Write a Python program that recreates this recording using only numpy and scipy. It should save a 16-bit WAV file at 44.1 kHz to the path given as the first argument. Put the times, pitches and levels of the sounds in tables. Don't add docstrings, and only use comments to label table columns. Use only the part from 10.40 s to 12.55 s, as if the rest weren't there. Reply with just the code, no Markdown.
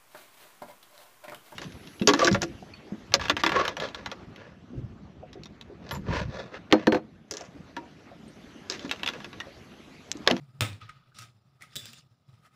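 import sys
import numpy as np
from scipy import signal
from scipy.fft import rfft, irfft
from scipy.io import wavfile
from scipy.ndimage import uniform_filter1d

SR = 44100
rng = np.random.default_rng(int(sys.argv[2]) if len(sys.argv) > 2 else 0)


def wav_out(sig):
    wavfile.write(sys.argv[1], SR, np.round(np.clip(np.atleast_2d(sig).T, -1, 1) * 32767).astype(np.int16))


N = 94815


# pitch_hz, relative level_db per Hz
AIR_COLOUR = [(20, -35.5), (40, -27.5), (60, -16), (120, -0.5), (170, -5.5), (260, -14.5), (480, -22.5),
              (600, -20), (750, -21), (1050, -25), (1270, -19.5), (1500, -29), (3000, -36), (5300, -35),
              (6500, -60), (10000, -46), (15500, -43), (17000, -58.5)]
AIR_DB = -61

# pitch_hz, t60_s
ROOM_DECAY = [(100, 0.63), (400, .36), (1300, 0.31), (4000, 0.29), (8000, 0.27), (15000, .25)]
ROOM_GAP_S = 0.001
REFLECTION_DENSITY = 0.15

# start_s, level_db, pitch_hz
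FLOOR_BUMPS = [(0, -40.5, 142), (0.071, -46.5, 128), (0.134, -46.5, 134.5), (0.183, -42, 128),
               (.288, -35.5, 105.4), (.318, -37.5, 102.6), (0.412, -44.5, 99.6), (0.441, -44.5, 108.7),
               (0.476, -53, 146), (0.544, -51, 130.5), (.668, -53, 126.5), (0.788, -45.5, 117.3),
               (0.877, -50.5, 130), (0.934, -51, 110), (1.041, -53, 125), (1.108, -50.5, 127.6),
               (1.235, -56, 123), (1.283, -53, 128.6), (1.355, -50, 127), (1.414, -48.5, 111.4),
               (1.476, -53.5, 232), (1.499, -58, 127.6), (1.608, -58, 128), (1.707, -55, 123),
               (1.87, -48.5, 133.5), (1.92, -47.5, 114), (1.961, -54, 150.7), (2.004, -58, 132.5),
               (2.106, -62, 114)]
BUMP_RISE_S, BUMP_T60_S = 0.02, 0.16

# time_s, level_db
PAPER_LEVEL = [(0, -73), (.39, -70.5), (.63, -80.5), (.74, -70.5), (.8, -55.5), (.83, -55), (.87, -60.5),
               (.92, -80.5), (.96, -83), (1.0, -85), (1.19, -70.5), (1.235, -53), (1.28, -63.5),
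               (1.64, -87), (1.86, -81.5), (1.94, -69), (2.01, -69.5), (2.065, -55), (2.1, -71),
               (2.15, -59.5)]
# pitch_hz, relative level_db per Hz
PAPER_COLOUR = [(100, -11), (400, -5), (650, 1), (1050, -7.5), (1270, 7.5), (1500, -2), (2200, -2.5),
                (3800, -7.5), (6000, -13.5), (9000, -14), (13000, -18.5), (15300, -26), (17000, -51.5)]
# time_s, level_db
STEEL_SLIDE_LEVEL = [(.74, -76), (.752, -57.5), (.82, -50), (.92, -71.5), (1.19, -75.5), (1.24, -59),
                     (1.29, -68.5), (1.312, -63), (1.336, -52), (1.352, -62.5), (1.41, -56), (1.45, -48),
                     (1.5, -50.5), (1.528, -54.5), (1.555, -53.5), (1.59, -51.5), (1.65, -73.5)]
# pitch_hz, relative level_db per Hz
STEEL_SLIDE_COLOUR = [(50, -27.5), (230, 0), (400, -19), (600, -11.5), (1000, -14.5), (1270, -3.5),
                      (2000, -6), (2750, -0.5), (3100, -4), (3550, 3.5), (4400, -4), (5200, 1), (6400, -10),
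                      (7300, -4.5), (8200, -16.5), (9000, -10.5), (10000, -18), (12500, -24.5),
                      (15300, -23), (17000, -43.5)]
# time_s, level_db
LEVER_DRAG_LEVEL = [(.385, -99), (.405, -59), (.42, -49.5), (.455, -54.5), (.485, -60.5), (.51, -58.5),
                    (.55, -63), (.68, -65), (.76, -84)]
# pitch_hz, relative level_db per Hz
LEVER_DRAG_COLOUR = [(100, -16), (900, -8), (1270, 7.5), (1700, -2), (2600, -2.5), (3700, -1), (5400, -9),
                     (8000, -33), (15000, -38.5), (17000, -55)]
PAPER_SPREAD_DB, SLIDE_SPREAD_DB, DRAG_SPREAD_DB = 1.5, 4.5, 3
SLIPS_PER_S, FRICTION_ROOM_DB = 9000, -2
SLIP_HZ = np.arange(200, 15600, 270)
SLIP_T60_S = 0.012

# start_s, level_db, tilt_db per octave, resonance_hz, resonance_db
LEVER_CLICKS = [(0.33, -26.5, 3.5, 4240, 14), (0.414, -25.5, -0.5, 2700, 10), (0.477, -30.5, -20, 1250, 22),
                (0.4902, -24.5, -1.5, 2010, 2), (0.4945, -18.5, -1, 1930, 8), (.6585, -36.5, -9, 1500, 8),
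                (0.7184, -32.5, -11, 1550, 20), (0.746, -31.5, 3.5, 4060, 7), (0.7869, -18, 7, 5650, 2.5),
                (0.7876, -27, 1, 1300, 2), (.821, -24, 6.5, 1250, 9.5), (1.209, -27, 2, 2000, 21),
                (1.216, -26.5, 0, 1950, 14), (1.2215, -18.5, 9.5, 2100, 26.5), (1.31, -37.5, 4, 4160, 15),
                (1.5334, -27, 2.5, 2806, 20.5), (2.028, -37, -2.5, 1250, 23), (2.0472, -30, 2.5, 1280, 17),
                (2.064, -52, 0, 1290, 20)]
# pitch_hz, relative level_db per Hz
LEVER_CLICK_COLOUR = [(60, 4.5), (400, -15.5), (900, -10.5), (1250, 13), (1700, 2), (3700, -2.5),
                      (6000, -7.5), (9000, -14.5), (13000, -24), (15300, -32), (17000, -51)]
CLICK_CHATTER_T60_S, CLICK_ROOM_DB = 0.039, -6

# start_s, level_db, ring_db (against the snap)
MAGAZINE_SNAPS = [(1.3565, -12.5, -15), (1.3612, -12, -3), (1.3647, -15, -22), (1.3663, -14, -0.5),
                  (1.3666, -17, 2.5), (1.4563, -18, -23), (1.5321, -24.5, -10)]
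# pitch_hz, relative level_db per Hz
MAGAZINE_SNAP_COLOUR = [(40, -29), (120, 12), (250, -9.5), (550, -3), (950, -24.5), (1300, -8.5),
                        (1750, -3), (2500, -6), (3700, 6.5), (4300, -5.5), (4750, 3), (6200, -4.5),
                        (7600, 2), (8800, -5.5), (11000, -10), (12000, -0.5), (13200, -16), (15300, -4),
                        (17000, -38.5)]
# pitch_hz, relative level_db, t60_s
STEEL_MODES = [(245, -6.5, 0.15), (414, -11, 0.13), (587, -16, 0.16), (3490, -1, 0.35), (3520, 0, 0.12),
               (3680, -5, 0.2), (3895, 4.5, 0.087), (4737, -9, .16), (5520, -17, 0.2), (7607, -8.5, 0.21),
               (9800, -19, .25), (9650, -27, 0.21)]
SNAP_CHATTER_T60_S, SNAP_ROOM_DB = 0.015, -4

# start_s, level_db, resonance_hz, resonance_db
CLACK_BLOWS = [(0.2083, 2.5, 2650, 3), (0.212, -7, 3400, 2), (0.2213, -5, 3700, 4.5)]
# pitch_hz, relative level_db per Hz
CLACK_TONE = [(30, -29), (120, 0), (250, -1), (400, -6.5), (550, -4.5), (950, -7), (1600, -3), (2500, -1),
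              (3100, -5.5), (3700, -2), (4400, -13), (5300, -7), (6200, -16), (7100, -8), (7750, -13.5),
              (8250, -7), (9000, -16.5), (10500, -15.5), (13000, -21.5), (15300, -17), (17000, -45.5)]
# pitch_hz, level_db, t60_s
BODY_MODES = [(108.5, -15, .16), (128, -52, 0.33), (204.3, -37.5, 0.27), (232, -28.5, 0.13), (315, -38, .3),
              (504.7, -33.5, 0.091), (594, -34, .17), (652, -39, 0.19), (824, -39.5, 0.15),
              (1285, -34, 0.2), (1927, -42.5, 0.1), (2170, -36, .14), (3440, -40, .2), (3636, -35, .2)]
CLACK_CHATTER_T60_S, CLACK_ROOM_DB = 0.007, -2
BODY_RISE_S, BODY_LAG_S = 0.008, 0.004

CONTACT_T60_S = 0.0036
RESONANCE_OCTAVES = 0.26
EVEN_SHARE = 0.65

QUIET_DB, QUIET_SLOPE, QUIET_MAX_DB = -50, 0.73, 9
# pitch_hz, gain_db
MIC_RESPONSE = [(20, -1), (10500, -2), (12300, -5.5), (13400, -4.5), (14300, -3.5), (15200, 1),
                (16500, -3.5)]
CASE_HZ, CASE_WIDTH_HZ, CASE_GAIN = 1253, 30, 1.1
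EDGE_HZ = 15600


def amp(db):
    return 10 ** (np.asarray(db) / 20)


def unit(x):
    return x / np.sqrt(np.sum(x ** 2) + 1e-20)


def read(points, hz):
    f, value = np.transpose(points)
    return np.interp(np.log(hz + 1), np.log(f + 1), value)


def add(mix, s, sound):
    part = mix[max(round(s * SR), 0):][:len(sound)]
    part += sound[:len(part)]


def pulse(colour, tilt_db=0, centre_hz=1000, peak_db=0, size=4096):
    hz = abs(np.fft.fftfreq(size, 1 / SR))
    octaves = np.log2(np.maximum(hz, 500) / centre_hz)
    resonance_db = peak_db * np.exp(-(octaves / RESONANCE_OCTAVES) ** 2)
    db = read(colour, hz) + tilt_db * octaves + resonance_db
    spectrum = np.exp(np.conj(signal.hilbert(np.log(amp(db)))))
    return unit(np.fft.ifft(spectrum).real[:size // 2])


def flatten(x):
    z = rfft(x, 2 * len(x))
    return unit(irfft(z / (abs(z) + 1e-9) ** EVEN_SHARE)[:len(x)])


def reflections(size=256):
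    time = np.arange(SR // 2) / SR
    present = (rng.random(len(time)) < REFLECTION_DENSITY) * (time > ROOM_GAP_S)
    taps = rng.standard_normal(len(time)) * present
    hz, t, z = signal.stft(taps, SR, nperseg=size)
    decay = amp(-60 * t / read(ROOM_DECAY, hz)[:, None])
    return unit(signal.istft(z * decay, SR, nperseg=size)[1])


def room(x, wet_db):
    return x + amp(wet_db) * signal.fftconvolve(x, reflections())[:N]


def strike(shape, chatter_t60_s, chatter, wet_db, size=2048):
    t = np.arange(size) / SR
    crunch, rattle = rng.standard_normal((2, size))
    crunch = unit(crunch * amp(-60 * t / CONTACT_T60_S))
    rattle = unit(rattle * amp(-60 * t / chatter_t60_s))
    force = flatten(crunch + chatter * rattle)
    out = amp(wet_db) * signal.fftconvolve(reflections(), shape)
    add(out, 0, unit(signal.fftconvolve(force, shape)))
    return out


def ring(modes):
    t = np.arange(SR // 2) / SR
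    return sum(amp(db - 60 * t / t60) * np.sin(2 * np.pi * hz * t) for hz, db, t60 in modes)


def air():
    return amp(AIR_DB) * signal.fftconvolve(rng.standard_normal(N), pulse(AIR_COLOUR))[:N]


def bumps():
    out, t = np.zeros(N), np.arange(SR // 3) / SR
    shape = (1 - np.exp(-(t / BUMP_RISE_S) ** 2)) * amp(-60 * t / BUMP_T60_S)
    for s, db, hz in FLOOR_BUMPS:
        add(out, s, amp(db) * shape / shape.max() * np.sin(2 * np.pi * hz * t))
    return out


def friction(level, colour, spread_db):
    size = amp(spread_db * np.minimum(rng.exponential(1, N), 3))
    happens = rng.random(N) < SLIPS_PER_S / SR
    slips = rng.standard_normal(N) * size * happens
    which = rng.integers(0, len(SLIP_HZ), N)
    t = np.arange(SR // 50) / SR
    decay = amp(-60 * t / SLIP_T60_S)
    grains = np.zeros(N)
    for k, hz in enumerate(SLIP_HZ):
        grains += signal.oaconvolve(slips * (which == k), np.cos(2 * np.pi * hz * t) * decay)[:N]
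    sound = room(signal.fftconvolve(grains, pulse(colour))[:N], FRICTION_ROOM_DB)
    stroke = amp(np.interp(np.arange(N) / SR, *np.transpose(level)))
    return np.sqrt(N) * unit(sound) * stroke


def rubbing():
    paper = friction(PAPER_LEVEL, PAPER_COLOUR, PAPER_SPREAD_DB)
    slide = friction(STEEL_SLIDE_LEVEL, STEEL_SLIDE_COLOUR, SLIDE_SPREAD_DB)
    drag = friction(LEVER_DRAG_LEVEL, LEVER_DRAG_COLOUR, DRAG_SPREAD_DB)
    return paper + slide + drag


def lever():
    out = np.zeros(N)
    for s, db, tilt_db, hz, peak_db in LEVER_CLICKS:
        shape = pulse(LEVER_CLICK_COLOUR, tilt_db, hz, peak_db)
        add(out, s, amp(db) * strike(shape, CLICK_CHATTER_T60_S, chatter=1.66, wet_db=CLICK_ROOM_DB))
    return out


def magazine():
    out, steel = np.zeros(N), unit(ring(STEEL_MODES))
    for s, db, ring_db in MAGAZINE_SNAPS:
        shape = pulse(MAGAZINE_SNAP_COLOUR)
        add(out, s, amp(db) * strike(shape, SNAP_CHATTER_T60_S, chatter=1.6, wet_db=SNAP_ROOM_DB))
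        add(out, s, amp(db + ring_db) * steel)
    return out


def clack():
    out, boom = np.zeros(N), ring(BODY_MODES)
    for s, db, hz, peak_db in CLACK_BLOWS:
        shape = pulse(CLACK_TONE, 0, hz, peak_db)
        add(out, s, amp(db) * strike(shape, CLACK_CHATTER_T60_S, chatter=0.7, wet_db=CLACK_ROOM_DB))
    t = np.arange(len(boom)) / SR
    swell = 1 - np.exp(-(t / BODY_RISE_S) ** 2)
    add(out, CLACK_BLOWS[0][0] + BODY_LAG_S, boom * swell)
    return out


def scene():
    mono = air() + bumps() + rubbing() + lever() + magazine() + clack()
    return np.array([mono, mono])


def record(dry):
    power = uniform_filter1d(dry[0] ** 2, size=900)
    power_db = 10 * np.log10(abs(power) + 1e-12)
    cut_db = np.clip((QUIET_DB - power_db) * QUIET_SLOPE, 0, QUIET_MAX_DB)
    out = dry * amp(-uniform_filter1d(cut_db, size=600))
    housing = signal.iirpeak(CASE_HZ, CASE_HZ / CASE_WIDTH_HZ, fs=SR)
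    out = out + CASE_GAIN * signal.lfilter(*housing, out)
    mic_gain = amp(read(MIC_RESPONSE, np.fft.rfftfreq(2 * N, 1 / SR)))
    out = irfft(rfft(out, 2 * N) * mic_gain)[:, :N]
    low_pass = signal.firwin(401, EDGE_HZ, window=("kaiser", 9), fs=SR)
    return signal.oaconvolve(out, low_pass[None], "same")


dry = scene()
out = record(dry)
wav_out(out)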